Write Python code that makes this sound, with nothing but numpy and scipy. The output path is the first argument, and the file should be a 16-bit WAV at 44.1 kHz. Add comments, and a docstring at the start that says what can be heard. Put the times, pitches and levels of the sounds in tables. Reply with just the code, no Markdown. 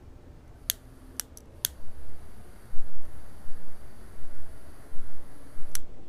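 """Under a patio roof, a butane torch lighter lights a cigar: one short try, then a long burn.
Gas hisses as the trigger goes down, a tiny hammer snaps against a crystal to make the spark,
the flame roars, and the trigger clacks back. Each time the cigar flares up, a slow wave of
air pressure swings the microphone. Behind it, distant traffic rumbles, an engine idles,
a fan hums, and one far motor pulls and eases off."""
import sys
import numpy as np
from scipy import signal
from scipy.fft import rfft, irfft, next_fast_len
from scipy.io import wavfile
from scipy.ndimage import uniform_filter1d, map_coordinates

SR = 44100
rng = np.random.default_rng(int(sys.argv[2]) if len(sys.argv) > 2 else 0)


def dump(signal):
    """Clip the signal to [-1, 1] and save it as 16-bit WAV at the path in sys.argv[1]."""
    limited = np.clip(np.atleast_2d(signal).T, -1, 1)
    pcm = np.round(limited * 32767).astype(np.int16)
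    wavfile.write(sys.argv[1], SR, pcm)


N = 268524


def amp(db):
    """Turn decibels into a gain to multiply by."""
    return 10 ** (np.asarray(db) / 20)


def unit(x):
    """Scale a signal to an average strength (rms) of 1."""
    return x / np.sqrt(np.mean(x ** 2) + 1e-20)


def along(points, hz):
    """Read between (frequency, value) points, on a log frequency axis."""
    freqs, values = np.transpose(points)
    return np.interp(np.log(hz + 1), np.log(freqs + 1), values)


def wobble(rate):
    """A smooth curve through `rate` random points a second."""
    return map_coordinates(rng.standard_normal(int(N * rate / SR) + 4), [np.arange(N) * rate / SR])


def swell(s, width):
    """A smooth bump of height 1 around s seconds."""
    return np.exp(-((np.arange(N) / SR - s) / width) ** 2 / 2)


def add(track, s, sound):
    """Mix a sound into the track at s seconds."""
    room = track[round(s * SR):][:len(sound)]
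    room += sound[:len(room)]


def filtered(x, response):
    """Scale and delay each frequency in x as response(hz) says."""
    size = next_fast_len(len(x) + SR // 2)
    return irfft(rfft(x, size) * response(np.fft.rfftfreq(size, 1 / SR)), size)[:len(x)]


def rush(spectrum, patchy_db, size=512):
    """Rushing noise with loud and soft patches; a bigger size makes them narrower and slower."""
    frames = signal.stft(rng.standard_normal(N), nperseg=size)[2]
    patches = uniform_filter1d(rng.standard_normal(frames.shape), size=4, axis=0)
    patches = uniform_filter1d(patches, size=8, axis=1)
    noise = signal.istft(frames * amp(patchy_db * unit(patches)), nperseg=size)[1][:N]
    return unit(filtered(noise, lambda hz: amp(along(spectrum, hz))))


def whistle(hz, width_hz):
    """A breathy note: a narrow band of noise whose pitch may move."""
    phase = 2 * np.pi * np.cumsum(hz * np.ones(N)) / SR
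    smooth = signal.butter(2, width_hz / 2, fs=SR, output="sos")
    a, b = signal.sosfilt(smooth, rng.standard_normal((2, N)))
    return unit(a * np.cos(phase) + b * np.sin(phase))


# the tone of the deep rumble and of the tyres: (frequency [Hz], relative level [dB])
RUMBLE_TONE = [(20, -2.5), (35, 6), (50, -7.5), (63, -5), (74, 1), (100, -9.5), (120, -6.5), (160, -19),
               (300, -51.5)]
TYRE_TONE = [(80, 0), (120, 0.5), (170, -3.5), (210, -2.5), (340, -1), (450, -4), (650, -7.5),
             (1000, -13.5), (1600, -18.5), (2500, -25), (5000, -30.5), (10000, -37), (15000, -52)]
# engines and tyres droning further off: (time [s], pitch [Hz], level [dB])
DRONE = [(0, 245, -65), (1.6, 238, -69.5), (2.7, 205, -64.5), (3.699, 208, -61), (4.4, 245, -67.5),
         (5.199, 290, -60.5), (6.09, 250, -63)]

def traffic(rumble_db=-50.5, tyres_db=-55.5, rise_db_per_s=.24):
    """Far traffic rumbles and drones; the tyres grow louder as it slowly draws nearer."""
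    t = np.arange(N) / SR
    times, drone_hz, drone_db = np.transpose(DRONE)
    rumble = amp(rumble_db + .61 * wobble(2.3)) * rush(RUMBLE_TONE, patchy_db=-1)
    tyre_gain = amp(tyres_db + rise_db_per_s * t + .51 * wobble(2.8))
    tyres = tyre_gain * rush(TYRE_TONE, patchy_db=2, size=4096)
    drone = amp(np.interp(t, times, drone_db)) * whistle(np.interp(t, times, drone_hz), width_hz=43)
    return rumble + tyres + drone


# the idling engine gets louder: (time [s], level [dB], width [s])
IDLE_SWELLS = [(1.62, -52, .26), (2.3, -53, .33), (3.152, -58.5, 0.28), (4.27, -52.5, .22)]

def idling_engine():
    """An engine down the street hums low, swelling and fading."""
    gain = sum(amp(db) * swell(s, width) for s, db, width in IDLE_SWELLS)
    return gain * whistle(hz=73, width_hz=18.3)


def fan():
    """A fan gives a faint steady note over the low hum of its mains power."""
    return amp(-72) * whistle(hz=592, width_hz=9) + amp(-66) * whistle(hz=119, width_hz=8.6)


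def motor(pull_s=.93, ease_s=1.27, throttle_s=.03, top_hz=262, climb_hz_per_s=8, sag_hz_per_s=60,
          base_db=-64, pull_db=8.5, fade_db_per_s=5):
    """A far motor's note climbs until the throttle eases, then sags; it is loudest while it pulls."""
    t = np.arange(N) / SR
    before, after = np.maximum(ease_s - t, 0), np.maximum(t - ease_s, 0)
    pitch = top_hz - climb_hz_per_s * before - sag_hz_per_s * after + 2 * wobble(15)
    pull = np.interp(t, [pull_s - throttle_s, pull_s, ease_s, ease_s + throttle_s], [0, 1, 1, 0])
    level_db = base_db + pull_db * pull - fade_db_per_s * np.abs(t - pull_s) + 2 * wobble(11)
    return amp(level_db) * np.sqrt(2) * np.sin(2 * np.pi * np.cumsum(pitch) / SR)


# how long the patio rings: (frequency [Hz], time to fade by 60 dB [s])
PATIO_FADE = [(300, 0.19), (3000, 0.24), (8000, 0.19), (15000, 0.21)]
# echoes off the pillars and roof: (delay [s], relative level [dB])
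ECHOES = [(.0075, -38), (0.011, -27.5), (0.015, -25), (0.019, -40.5), (0.0277, -39.5)]
# the tone of a hard click, heard from all sides: (frequency [Hz], relative level [dB])
CLICK_TONE = [(100, -33.5), (600, -18), (1100, -8.5), (1500, 2.5), (2000, -1), (2550, -9.5), (3200, 3.5),
              (5000, -3), (7000, 3), (12000, -1.5), (15000, -6.5)]

def patio(tail_db, echo_db):
    """The patio answers a click with a few hard echoes and a short, blurred tail."""
    hz, t, frames = signal.stft(rng.standard_normal(SR // 2), SR, nperseg=256)
    tail = signal.istft(frames * amp(-60 * t / along(PATIO_FADE, hz)[:, None]), SR, nperseg=256)[1]
    answer = amp(tail_db) * tail / np.linalg.norm(tail)
    for delay, db in ECHOES:
        echo = rng.standard_normal(len(tail)) * amp(-60 * np.arange(len(tail)) / SR / .0067)
        add(answer, delay, amp(db + echo_db) * echo / np.linalg.norm(echo))
    return filtered(answer, lambda hz: amp(along(CLICK_TONE, hz)))


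# the cigar flares up, and the nozzle's ring may dip as the torch tilts:
# (time [s], level [dB], width [s], time until collapse [s], pitch dip [Hz])
FLARES = [(1.872, -17.5, .036, .243, 0), (2.787, -7.5, .028, .198, 100), (3.511, -12.5, .028, .179, 0),
          (4.245, -15, .04, .16, 420), (4.982, -11, .028, .168, 480), (5.618, -11.5, .028, .172, 400)]

def flares(collapse_width_s=.057, collapse_db=2.03, lead_widths=2.6, onset_s=.03, leak_hz=.68):
    """Each flare catches suddenly and draws the air away; its slower collapse pushes air back."""
    t, pressure = np.arange(N) / SR, np.zeros(N)
    for s, db, width, life, _ in FLARES:
        caught = np.sin(np.pi / 2 * np.clip((t - s + lead_widths * width) / onset_s, 0, 1)) ** 2
        collapse = amp(collapse_db) * width / collapse_width_s * swell(s + life, collapse_width_s)
        pressure += amp(db) * caught * (collapse - swell(s, width))
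    pressure *= 1 + amp(-36) * wobble(67)  # a slight flutter
    # the microphone lets steady pressure leak away
    return filtered(pressure, lambda hz: 1j * hz / (leak_hz + 1j * hz))


def strike(notes, rattle_s, rattle_db):
    """One hard hit and its dying rattle make a part ring at its own notes."""
    t = np.arange(SR // 2) / SR
    rattle = rng.standard_normal(len(t)) * amp(-60 * t / rattle_s)
    force = amp(rattle_db) * rattle / np.linalg.norm(rattle)
    force[0] = 1  # the hit itself
    # so short a contact holds all frequencies evenly
    force = irfft(np.exp(1j * np.angle(rfft(force))), len(t))
    force *= np.exp(-(2 * t / rattle_s) ** 2)

    def body(hz):
        return sum((-1) ** k * amp(db) * 1j * hz * width / (pitch ** 2 - hz ** 2 + 1j * hz * width)
                   for k, (pitch, width, db) in enumerate(notes))

    ring = filtered(force, body)
    return ring / np.linalg.norm(ring)


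# the notes of the trigger hitting its stop: (pitch [Hz], width [Hz], relative level [dB])
TRIGGER_NOTES = [(716, 380, -16), (1150, 250, -19.5), (1410, 590, -6), (1970, 500, -5.5), (3170, 810, -8.5),
                 (4300, 630, -7.5), (5990, 420, 4.5), (6870, 200, -35), (7850, 160, -2.5),
                 (9880, 360, -3.5), (11140, 350, 4.5), (12300, 300, -9), (12800, 430, -12)]
# the spring's faint ring: (pitch [Hz], relative level [dB], time to fade by 60 dB [s])
SPRING_NOTES = [(8170, -43, .21), (11080, -41, .08)]
# the trigger springs back or is touched:
# (time [s], relative level [dB], rattle length [s], low cutoff [Hz])
CLACKS = [(0.4786, -53, .02, 4500), (1.1668, -50, 0.011, 2970), (1.1965, -8.5, 0.011, 452),
          (1.3729, -24, .013, 4500), (1.383, -36.5, 0.017, 1990), (1.4050, -42, 0.014, 2030),
          (1.4570, -55, 0.021, 4500), (1.6467, -37, .005, 4500), (3.054, -50, .012, 1970),
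          (5.715, -46, .012, 2000), (5.753, -9, 0.014, 780)]

def trigger(gain_db=9, full_shake_s=.017):
    """The trigger meets its stop and shakes its spring; light touches stir only the high notes."""
    out, t = np.zeros(N), np.arange(SR // 2) / SR
    spring = sum(amp(db - 60 * t / fade_s) * np.sin(2 * np.pi * hz * t)
                 for hz, db, fade_s in SPRING_NOTES)
    for s, db, rattle_s, low_hz in CLACKS:
        clack = strike(TRIGGER_NOTES, rattle_s, rattle_db=6)
        add(clack, 0, patio(tail_db=-19.5, echo_db=.5))
        clack = signal.sosfilt(signal.butter(4, low_hz, "high", fs=SR, output="sos"), clack)
        shake = min(rattle_s / full_shake_s, 1) ** 2  # a short rattle barely stirs the spring
        add(out, s, amp(db + gain_db) * clack + amp(db) * shake * spring)
    return out


# the notes of the lighter's case: (pitch [Hz], width [Hz], relative level [dB])
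CASE_NOTES = [(690, 140, -19.5), (1600, 260, -6.5), (3390, 280, 3), (4465, 410, -1.5), (6430, 410, .7),
              (7100, 310, -3), (8970, 540, -3.5), (10600, 450, -1), (11900, 550, -2), (11700, 290, -3.5),
              (12810, 690, 0)]
# the hammer snaps: (time [s], relative level [dB], rattle length [s], knock level [dB])
SNAPS = [(0.699, -3, 0.0088, -37.5), (1.649, -3, 0.0044, -32)]

def hammer(gain_db=9, knock_hz=140, knock_fade_s=.029):
    """The hammer hits the spark crystal, rings the case and knocks it against the hand."""
    out, t = np.zeros(N), np.arange(SR // 4) / SR
    for s, db, rattle_s, knock_db in SNAPS:
        add(out, s, amp(db + gain_db) * strike(CASE_NOTES, rattle_s, rattle_db=1))
        add(out, s, amp(db + gain_db) * patio(tail_db=-17, echo_db=2))
        add(out, s, amp(knock_db - 60 * t / knock_fade_s) * np.sin(2 * np.pi * knock_hz * t))
    return out


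# the tone of rushing gas: (frequency [Hz], relative level [dB])
HISS_TONE = [(1200, -29), (2600, -8), (4000, -8), (5000, -11), (6300, -11.5), (8200, -12.5), (9800, -8),
             (10400, -3.5), (11100, -3), (12200, -5.5), (13000, -8), (13700, -10.5), (14200, -23)]

def gas_hiss(flow, ring_hz=9070, barrel_hz=4620, nozzle_hz=10700, tilt_width_s=.097):
    """Gas hisses, and sings in the nozzle and barrel; tilting lowers the ring and softens the hiss."""
    warming_db = 1.4 * np.arange(N) / SR  # the nozzle sings louder as the torch warms up
    dip_hz = sum(depth_hz * swell(s, tilt_width_s) for s, *_, depth_hz in FLARES)
    ring = amp(-7 + .95 * wobble(5)) * whistle(ring_hz - dip_hz, width_hz=530)
    barrel = amp(-9.5 + 1.2 * wobble(4.5)) * whistle(barrel_hz, width_hz=260)
    nozzle = amp(-9 + warming_db + .8 * wobble(5.5)) * whistle(nozzle_hz, width_hz=660)
    hiss = rush(HISS_TONE, patchy_db=-.5, size=1024)
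    return amp(-2.5 + .51 * flow - .002 * dip_hz) * (hiss + ring + barrel + nozzle)


# the tone of the flame: (frequency [Hz], relative level [dB])
ROAR_TONE = [(100, -13.5), (300, -3), (420, -2.5), (600, 3), (950, -0.5), (1400, 2.5), (1900, -2.5),
             (2200, -6), (2500, -30), (4000, -22)]

def flame_roar(flow):
    """The swirling jet of flame roars lower than the hiss and flickers quickly."""
    return amp(.53 * flow + .77 * wobble(40)) * rush(ROAR_TONE, patchy_db=2, size=4096)


def held(start, stop, rise_s, weak_db, settle_s=.45, shut_db_per_s=400):
    """The gain of a flow that starts weak, settles, and dies as the valve springs shut."""
    t = np.arange(N) / SR
    age, since_shut = np.maximum(t - start, 0), np.maximum(t - stop, 0)
    opening = np.minimum(age / rise_s, 1)
    return opening * amp(-weak_db * np.exp(-age / settle_s) - shut_db_per_s * since_shut)


# the trigger is held down, once for each snap:
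# (gas opens [s], gas shuts [s], base hiss level [dB], base roar level [dB])
BURNS = [(0.52, 1.19, -67, -64), (1.488, 5.77, -65, -61)]

def torch():
    """The thumb opens the gas and the snap lights it; hiss and roar waver with the same flow."""
    gas = sum(amp(db) * held(start, stop, rise_s=.085, weak_db=4) for start, stop, db, _ in BURNS)
    flame = sum(amp(db) * held(spark, stop, rise_s=.015, weak_db=6)
                for (spark, *_), (_, stop, _, db) in zip(SNAPS, BURNS))
    flow = wobble(8.6)
    return gas * gas_hiss(flow) + flame * flame_roar(flow)


def scene():
    """The lighter and cigar close by, the street far off, in one channel."""
    close = hammer() + trigger() + torch() + flares()
    far = traffic() + idling_engine() + fan() + motor()
    return (close + far)[None]


def record(dry):
    """The microphone cuts off the very highest sounds."""
    top_hz = 15400
    return signal.sosfilt(signal.ellip(10, .1, 80, top_hz, fs=SR, output="sos"), dry)


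dry = scene()
out = record(dry)
dump(out)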